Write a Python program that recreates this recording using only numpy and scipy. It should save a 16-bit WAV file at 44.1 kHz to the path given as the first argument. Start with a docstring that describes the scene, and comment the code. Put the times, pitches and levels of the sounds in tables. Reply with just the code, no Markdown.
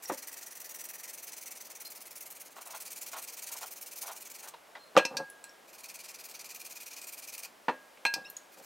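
"""A toothbrush scrubs a wet copper board, about twenty strokes a second: its bristles flick free
in such numbers that they blur into a hiss. Below is a glass dish of water on a wooden bench.
The board's edge grates on the rim. Twice the board is dipped: it knocks, drags and squeaks,
the dish rings and thumps the bench, and falling drops trap tiny ringing bubbles.
The room is small and quiet, heard almost in mono from overhead."""
import sys
import numpy as np
from scipy import signal
from scipy.fft import rfft, irfft, next_fast_len
from scipy.io import wavfile

SR = 44100
rng = np.random.default_rng(int(sys.argv[2]) if len(sys.argv) > 2 else 0)


def unload_audio(sound):
    """Save the sound as a 16-bit wav file, at the path given as the first command line argument."""
    columns = np.transpose(np.atleast_2d(sound))
    # keep every value between -1 and 1, then stretch to whole-number steps
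    steps = np.round(np.clip(columns, -1, 1) * 32767)
    wavfile.write(sys.argv[1], SR, steps.astype(np.int16))


N = 381460
TIME = np.arange(N) / SR

# the wooden bench's own tones: pitch_hz, level_db, fade_s (a fade time is the time to fall 60 dB)
BENCH_TONES = [(149, -22, 0.16), (208, -29, 0.27), (263, -11.5, 0.24), (322.7, -4.5, 0.14), (432, -32, .12),
               (516.5, -1, 0.18), (541, 2.5, 0.16), (600, -7, 0.22), (725, -21, .11), (795, 3, 0.1),
               (873, -1, 0.079), (1195, -9, .065), (1480, -26, 0.053)]


def from_db(db):
    """Turn decibels into a number to multiply by."""
    return 10 ** (np.asarray(db) / 20)


def unit_level(x):
    """Scale a sound so that its average level (rms) is 1."""
    return x / np.sqrt(np.mean(x ** 2) + 1e-20)


def at_hz(points, hz):
    """Read between the rows of a table, with pitch spaced in octaves."""
    pitches, values = np.transpose(points)
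    return np.interp(np.log(np.maximum(hz, 1)), np.log(pitches), values)


def coloured(noise, spectrum):
    """Give a noise its balance of low and high pitches, at level 1."""
    size = next_fast_len(N)
    gain = from_db(at_hz(spectrum, np.fft.rfftfreq(size, 1 / SR)))
    return unit_level(irfft(rfft(noise, size) * gain, size)[:N])


def low_pass(x, hz, order=2):
    """Turn down everything above a pitch."""
    return signal.sosfilt(signal.butter(order, min(hz, .45 * SR), fs=SR, output="sos"), x)


def high_pass(x, hz, order=2):
    """Turn down everything below a pitch."""
    return signal.sosfilt(signal.butter(order, hz, "high", fs=SR, output="sos"), x)


def resonance(x, hz, width_hz):
    """Keep a band around one pitch; a narrower band rings longer."""
    r = np.exp(-np.pi * width_hz / SR)
    feedback = [1, -2 * r * np.cos(2 * np.pi * hz / SR), r * r]
    return signal.lfilter(np.array([1, 0, -1]) * (1 - r * r) / 2, feedback, x + 1e-18)


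def ringing(tones, length_s):
    """A struck object's fading tones, one per row."""
    hz, db, fade_s = np.transpose(tones)[:, :, None]
    t = np.arange(int(length_s * SR)) / SR
    return np.sin(2 * np.pi * hz * t) * from_db(db - 60 * t / fade_s)


def burst(noise, db, fade_s):
    """Noise that starts at a level and dies away."""
    fade = from_db(-60 * TIME[:len(noise)] / fade_s)
    return from_db(db) * unit_level(noise * fade) * np.sqrt(np.mean(fade ** 2))


def add(track, start_s, sound):
    """Mix a sound into a track at a given time."""
    start = max(round(start_s * SR), 0)
    part = sound[:max(N - start, 0)]
    track[start:start + len(part)] += part


def slide_speed(slides, rise_s, fall_s):
    """Each slide speeds up, holds and stops; faster means louder."""
    out = np.zeros(N)
    for start_s, length_s, db in slides:
        near = slice(max(int((start_s - .03) * SR), 0), int((start_s + length_s + .05) * SR))
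        t = TIME[near] - start_s
        rise = (1 + np.tanh(t / rise_s)) / 2
        fall = (1 + np.tanh((length_s - t) / fall_s)) / 2
        out[near] += from_db(db) * rise * fall
    return out


def slips(per_s, spread_db):
    """Rubbing surfaces catch and let go in tiny, uneven clicks."""
    sizes = from_db(spread_db * np.minimum(rng.exponential(1, N), 5))
    return unit_level((rng.random(N) < per_s / SR) * sizes * rng.standard_normal(N))


def room_air(middle_db=-58.5, side_db=-65):
    """A faint, steady rush of air from all sides, in stereo."""
    # the air both channels share: pitch_hz, level_db
    middle_colour = [(25, -28.5), (90, -21), (125, -25.5), (170, -12.5), (400, -7), (590, -3.5), (1000, -7),
                     (1700, -10.5), (2600, -13), (4000, -16.5), (12500, -22.5), (16000, -26.5)]
    # the air that differs left and right: pitch_hz, level_db
    side_colour = [(25, -13), (90, -8), (180, -5), (400, 4.5), (600, 8.5), (1300, 5), (2400, -7.5),
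                   (4400, -28), (8000, -30), (15000, -38.5)]
    middle = from_db(middle_db) * coloured(rng.standard_normal(N), middle_colour)
    side = from_db(side_db) * coloured(rng.standard_normal(N), side_colour)
    return middle + side * np.array([[1], [-1]])


def room(x, echo_db, build_s=.0027, bounce_db=-14, bounce_s=.0021):
    """Add one bounce off the bench, then a short wash of echoes from the walls."""
    # how long the echoes last: pitch_hz, fade_s
    echo_fades = [(150, 0.18), (600, 0.15), (2500, 0.27), (7000, 0.163), (15000, 0.13)]
    t = TIME[:SR // 2]
    edges_hz, tail = np.geomspace(90, 18000, 9), 0
    for low, high in zip(edges_hz, edges_hz[1:]):
        band_filter = signal.butter(2, [low, high], "band", fs=SR, output="sos")
        band = signal.sosfilt(band_filter, rng.standard_normal(len(t)))
        tail += band * from_db(-60 * t / at_hz(echo_fades, np.sqrt(low * high)))
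    walls = unit_level(tail * (1 - np.exp(-(t / build_s) ** 2))) / np.sqrt(len(t))
    bounce = from_db(bounce_db) * np.interp(TIME - bounce_s, TIME, x, left=0)
    return x + bounce + from_db(echo_db) * signal.fftconvolve(x, walls)[:N]


def squeaks(wobble=.012):
    """A wet edge sticks and slips evenly on glass: a shaky tone and its octave."""
    # squeaks: start_s, length_s, pitch_hz, glide_share, level_db, octave_db
    wet_rubs = [(4.781, 0.103, 4174, 0, -57, -25), (8.243, 0.012, 3800, .01, -51, -13),
                (8.249, 0.025, 2540, .12, -45, -3), (8.275, .026, 4200, 0.0062, -59, -21)]
    out = np.zeros(N)
    for start_s, length_s, hz, glide, db, octave_db in wet_rubs:
        progress = np.linspace(0, 1, int(length_s * SR))
        waver = unit_level(low_pass(rng.standard_normal(SR // 4), hz=500))[:len(progress)]
        phase = 2 * np.pi * np.cumsum(hz * (1 + glide * progress + wobble * waver)) / SR
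        tone = np.sin(phase) + from_db(octave_db) * np.sin(2 * phase)
        add(out, start_s, from_db(db) * np.sin(np.pi * progress) * tone)
    return out


def drops(pitch_rise=.07, splash_db=-13, splash_fade_s=.044):
    """A drop splashes and traps a bubble, whose pitch rises as it nears the surface."""
    # trapped bubbles: start_s, pitch_hz, level_db, fade_s
    bubbles = [(.057, 5560, -35.5, 0.048), (1.851, 4180, -45, 0.15), (1.855, 4840, -42, 0.049),
               (5.3, 10200, -37.5, 0.018), (5.441, 7830, -34, 0.0144), (5.494, 5470, -44.5, 0.028),
               (8.3, 13200, -34, 0.017), (8.302, 6950, -48, .012), (8.367, 6700, -31.5, 0.029)]
    out, t = np.zeros(N), TIME[:SR // 20]
    for start_s, hz, db, fade_s in bubbles:
        phase = 2 * np.pi * hz * (t + pitch_rise * t * t / (2 * fade_s))
        bubble = np.sin(phase) * from_db(-60 * t / fade_s)
        splash = unit_level(resonance(rng.standard_normal(len(t)), hz, width_hz=hz))
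        splash *= from_db(splash_db - 60 * t / splash_fade_s)
        add(out, start_s, from_db(db) * (bubble + splash))
    return out


def dragging(cutoff_hz=1300, rough_db=-3, hum_db=-4):
    """The board judders over the bottom of the dish and shakes the bench."""
    # drags: start_s, length_s, level_db
    drags = [(.12, 0.026, -49), (5.105, .13, -45.5), (5.19, 0.028, -48), (8.16, 0.036, -41.5),
             (8.2, .13, -65), (8.57, .053, -57.5)]
    force = slips(per_s=600, spread_db=1.5)
    bench = unit_level(signal.fftconvolve(force, ringing(BENCH_TONES, length_s=.5).sum(axis=0))[:N])
    hum = from_db(hum_db) * resonance(force, hz=155, width_hz=14)
    rough = from_db(rough_db) * unit_level(resonance(force, hz=850, width_hz=230) + hum)
    return low_pass(bench + rough, cutoff_hz) * slide_speed(drags, rise_s=.0046, fall_s=.02)


def knocks(clack_fade_s=.058, tone_db=-3, node_depth=.51):
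    """Each knock rings the glass, thumps the bench and makes the hand-held board clack."""
    # the board hits the dish: start_s, bench_db, glass_db, clack_db, clack_hz, cutoff_hz, place_radians
    hits = [(.098, -25.5, -51, -26.5, 953, 800, 0.6), (.116, -40, -75, -35, 333, 600, 1),
            (4.753, -55, -62, -44.5, 2010, 3970, 0.96), (4.953, -30.5, -70, -43, 900, 1000, 1),
            (4.9661, -16, -46, -13, 1174, 2900, .45), (4.9722, -16, -53, -12, 532, 2050, .6),
            (4.975, -26, -24, -23, 2640, 6500, 1.36), (4.977, -43, -52, -31.5, 6200, 8000, .6),
            (4.986, -25, -42, -24, 2620, 2960, 0.68), (5.0517, -32.5, -31, -29, 5340, 6050, 1.34),
            (5.1691, -58, -38.5, -30, 4650, 12000, 0.25), (5.169, -66.5, -60, -33, 5640, 14000, .4),
            (5.441, -80, -53.5, -59, 4190, 12000, .4), (7.683, -24, -33, -19.5, 950, 1170, 1.4),
            (7.695, -27, -53, -27, 980, 1510, 1.2), (7.973, -75.5, -66, -55, 2330, 4000, .4),
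            (8.052, -68, -26.5, -26.5, 2370, 8000, 0.054), (8.054, -41, -61, -30.5, 830, 1200, .05),
            (8.064, -57.5, -36, -34, 4150, 4970, .054), (8.139, -64, -35, -26.5, 5000, 14100, 0.19)]
    # the glass dish's own tones: pitch_hz, level_db, fade_s
    glass_tones = [(935, -5.5, 0.13), (1636.3, 1, 0.61), (2003, -14, 0.097), (2434, 3, 0.067),
                   (2486, -2.5, 0.083), (2660, 1, 0.14), (3140, -36, .1), (3770, -27, .11),
                   (4167, -4, 0.17), (4750, -26, .09), (5539, -21, 0.14), (6200, -10, 0.11),
                   (7730, -13, .08), (8230, -9.5, 0.12), (11700, -14, .11), (12424, -20, 0.14),
                   (13750, -15.5, .1)]
    out, t = np.zeros(N), TIME[:SR // 4]
    glass = ringing(glass_tones, length_s=1)
    bench = from_db(-11.5) * ringing(BENCH_TONES, length_s=1).sum(axis=0)
    for start_s, bench_db, glass_db, clack_db, clack_hz, cutoff_hz, place in hits:
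        # a tone is quieter when struck near its node, a still spot on the rim
        strengths = 1 - node_depth * np.sin(np.arange(len(glass)) * place) ** 2
        ring = from_db(glass_db) * (strengths @ glass) + from_db(bench_db) * bench
        add(out, start_s, low_pass(ring, cutoff_hz, order=1))   # a softer hit is duller
        clack, crack, thud = rng.standard_normal((3, len(t)))
        clack = burst(resonance(clack, clack_hz, width_hz=clack_hz / 7), db=0, fade_s=clack_fade_s)
        crack = burst(resonance(crack, cutoff_hz / 2, width_hz=cutoff_hz), db=-6, fade_s=.0083)
        tone = np.sin(2 * np.pi * clack_hz * t) * from_db(tone_db - 60 * t / clack_fade_s)
        add(out, start_s, from_db(clack_db) * (tone + low_pass(clack + crack, 2 * cutoff_hz)))
        thud = low_pass(high_pass(thud, hz=320, order=3), hz=1020)   # many short bench tones merge
        add(out, start_s, burst(thud, db=bench_db - 9, fade_s=.13))
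    return out


def grating():
    """The board's edge sticks and slips along the rim of the dish."""
    # scrapes on the rim: start_s, length_s, level_db
    scrapes = [(2.565, 0.036, -50), (2.612, 0.0085, -51), (2.66, 0.068, -53.5), (2.735, 0.032, -45.5),
               (3.132, 0.0584, -43), (3.505, 0.074, -53), (3.615, 0.0346, -44), (4.03, .045, -51),
               (4.08, 0.036, -43), (4.43, 0.067, -51.5), (4.539, 0.0082, -38.5), (4.752, 0.028, -47),
               (7.44, 0.032, -59)]
    # their balance of low and high: pitch_hz, level_db
    scrape_colour = [(80, -42), (250, -24.5), (480, -11.5), (700, 2.5), (1150, -0.5), (1650, -7),
                     (2300, -14), (4000, -12.5), (8000, -41)]
    rasp = coloured(slips(per_s=2700, spread_db=1), scrape_colour)
    return rasp * slide_speed(scrapes, rise_s=.0023, fall_s=.0085)


def strokes(length_spread=.07, level_spread_db=.78, bright_spread_db=1, lead_share=.53):
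    """The hand pulls and pushes in turn, and no two strokes are quite alike."""
    # the hand's pace, one list per spell of scrubbing: mid_stroke_s, strokes_done
    spells = [
        [(.04, 0), (.382, 7), (.66, 13), (1.143, 23), (1.663, 34), (2.222, 45), (2.413, 49), (2.575, 52),
         (2.765, 56), (3.289, 66), (3.724, 75), (4.078, 82), (4.312, 87), (4.487, 91)],
        [(5.694, 0), (5.955, 5), (6.101, 8), (6.662, 19), (7.034, 26), (7.444, 34)],
        [(8.535, 0), (8.642, 2)],
    ]
    # how hard the brush presses: time_s, level_db
    pressure = [(0, -43), (.25, -43), (.5, -44.5), (.95, -43), (1.35, -43.5), (1.85, -46), (2.43, -46.5),
                (2.52, -55), (2.62, -46), (2.75, -45), (2.92, -40), (3.22, -41), (3.62, -39.5), (3.68, -45),
                (4.03, -39.5), (4.12, -44), (4.49, -45), (5.69, -56.5), (5.85, -45.5), (6.45, -44.5),
                (7.38, -44), (7.44, -41), (8.56, -57.5), (8.645, -53)]
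    # bristle tips sound brighter than flattened tufts: time_s, brightness_db
    brightness = [(0, -0.5), (.85, 1), (1.2, -1), (2.2, 0), (3, -1), (3.45, -2), (3.75, 1), (4.45, -2),
                  (5.9, -2), (6.1, -11), (6.26, 1), (6.42, -9), (6.58, -1), (6.93, -3.5), (7.1, -1),
                  (7.44, -1.5)]
    # the pull and the firmer push: sliding_share (of the stroke's time), level_db, brightness_db
    pull = (0.62, -0.52, -0.45)
    push = (0.56, 0.72, .6)
    rows = []
    for spell in spells:
        times, done = np.transpose(spell)
        middles = np.interp(np.arange(done[-1] + 1), done, times)
        for k, (middle_s, period_s) in enumerate(zip(middles, np.gradient(middles))):
            rows.append((middle_s, period_s, *(push if k % 2 else pull)))
    middle_s, period_s, sliding_share, db, bright_db = np.transpose(rows)
    chance = rng.standard_normal((len(rows), 3)).T
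    length_s = period_s * sliding_share * (1 + length_spread * chance[0])
    db += np.interp(middle_s, *np.transpose(pressure)) + level_spread_db * chance[1]
    bright_db += np.interp(middle_s, *np.transpose(brightness)) + bright_spread_db * chance[2]
    return middle_s - lead_share * length_s, length_s, db, bright_db


def stroke_colour(hiss, starts, lengths, boost_db=5, lowest_hz=4500, highest_hz=14000, count=3):
    """Each stroke's hiss gets a few faint, narrow peaks at random pitches."""
    out = hiss.copy()
    for start_s, length_s, places in zip(starts, lengths, rng.random((len(starts), count))):
        stroke = hiss[max(int(start_s * SR), 0):int((start_s + length_s) * SR) + SR // 200]
        for hz in lowest_hz * (highest_hz / lowest_hz) ** places:
            add(out, start_s, (from_db(boost_db) - 1) * resonance(stroke, hz, width_hz=350))
    return out


def board_and_dish(hiss):
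    """The ring that board and dish add to the hiss; the board's changes with each grip."""
    # the board's tones, one list per grip: pitch_hz, width_hz, boost_db
    board_tones = [
        [(5900, 140, 12), (1900, 340, 12)],
        [(5970, 170, 11.5), (2180, 300, 9)],
        [(2200, 300, 8.5), (10100, 500, 4.5), (12000, 400, 5)],
        [(2310, 250, 6.5), (5960, 180, 5), (9750, 250, 2.5)],
        [(2440, 180, 12.5), (4500, 920, 5), (5850, 200, 5.5), (11730, 160, 7.5)],
    ]
    # when the hand shifts its grip: time_s
    grip_changes = (1.1, 1.85, 2.55, 5.6)
    # the dish's tones: pitch_hz, width_hz, boost_db
    dish_tones = [(2604, 17, 8), (3650, 32, 7.5), (4155, 86, 9), (6380, 190, 3.5), (7180, 120, 2),
                  (8350, 94, 3.5), (9340, 140, 4.5), (13420, 200, 0)]
    out = np.zeros(N)
    grip = np.searchsorted(grip_changes, TIME)
    for k, tones in enumerate(board_tones):
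        for hz, width_hz, boost_db in tones:
            out += (from_db(boost_db) - 1) * resonance(hiss * (grip == k), hz, width_hz)
    for hz, width_hz, boost_db in dish_tones:
        out += (from_db(boost_db) - 1) * resonance(hiss, hz, width_hz)
    return out


def toothbrush(treble_hz=8000, creep_db=-15, flutter_db=1.57, gain_db=-2.38):
    """Bristles flick free, tuft by tuft, in every stroke and shake the board."""
    # the bristles' balance of low and high: pitch_hz, level_db
    bristle_colour = [(60, -43), (250, -22), (700, -7), (1500, -10.5), (2300, -4.5), (2900, -4.5),
                      (3600, -9), (4800, -3), (6500, 0.5), (9000, 0.5), (11000, 0), (13500, 2.5),
                      (16000, 1)]
    starts, lengths, db, bright_db = strokes()
    slides = np.transpose([starts, lengths, db])
    speed = slide_speed(slides, rise_s=.0025, fall_s=.0055)
    # bent bristles still creep as the hand turns
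    creep = from_db(creep_db) * slide_speed(slides, rise_s=.042, fall_s=.015)
    flicks = slips(per_s=16000, spread_db=-.5)
    flutter = from_db(flutter_db * unit_level(low_pass(rng.standard_normal(N), hz=98)))
    hiss = coloured(flicks * flutter, bristle_colour) * (speed + creep)
    # a brighter stroke gets more treble and less of the rest
    dull = low_pass(hiss, treble_hz, order=1)
    tilt = from_db(np.interp(TIME, starts + lengths / 2, bright_db))
    hiss = (dull / tilt + (hiss - dull) * tilt) / np.sqrt((tilt ** 2 + tilt ** -2) / 2)
    return from_db(gain_db) * (stroke_colour(hiss, starts, lengths) + board_and_dish(hiss))


def scene(bass_leak_db=-22):
    """The scrubbing and dipping sit in the middle, with the room air all around."""
    scrubbing = room(toothbrush() + grating(), echo_db=-11)
    bumps = knocks() + dragging()
    # small objects give off little bass
    bumps = high_pass(bumps, hz=150, order=6) + from_db(bass_leak_db) * low_pass(bumps, hz=50)
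    bumps = room(bumps, echo_db=-17.5, bounce_db=-28)
    wet_sounds = room(drops() + squeaks(), echo_db=-8.5)
    return scrubbing + bumps + wet_sounds + room_air()


def record(dry, bass_cut_hz=25, treble_cut_hz=15750):
    """Cut the deepest bass and the highest treble."""
    treble_cut = signal.ellip(10, .1, 80, treble_cut_hz, fs=SR, output="sos")
    return signal.sosfilt(treble_cut, high_pass(dry, bass_cut_hz, order=1))


dry = scene()
out = record(dry)
unload_audio(out)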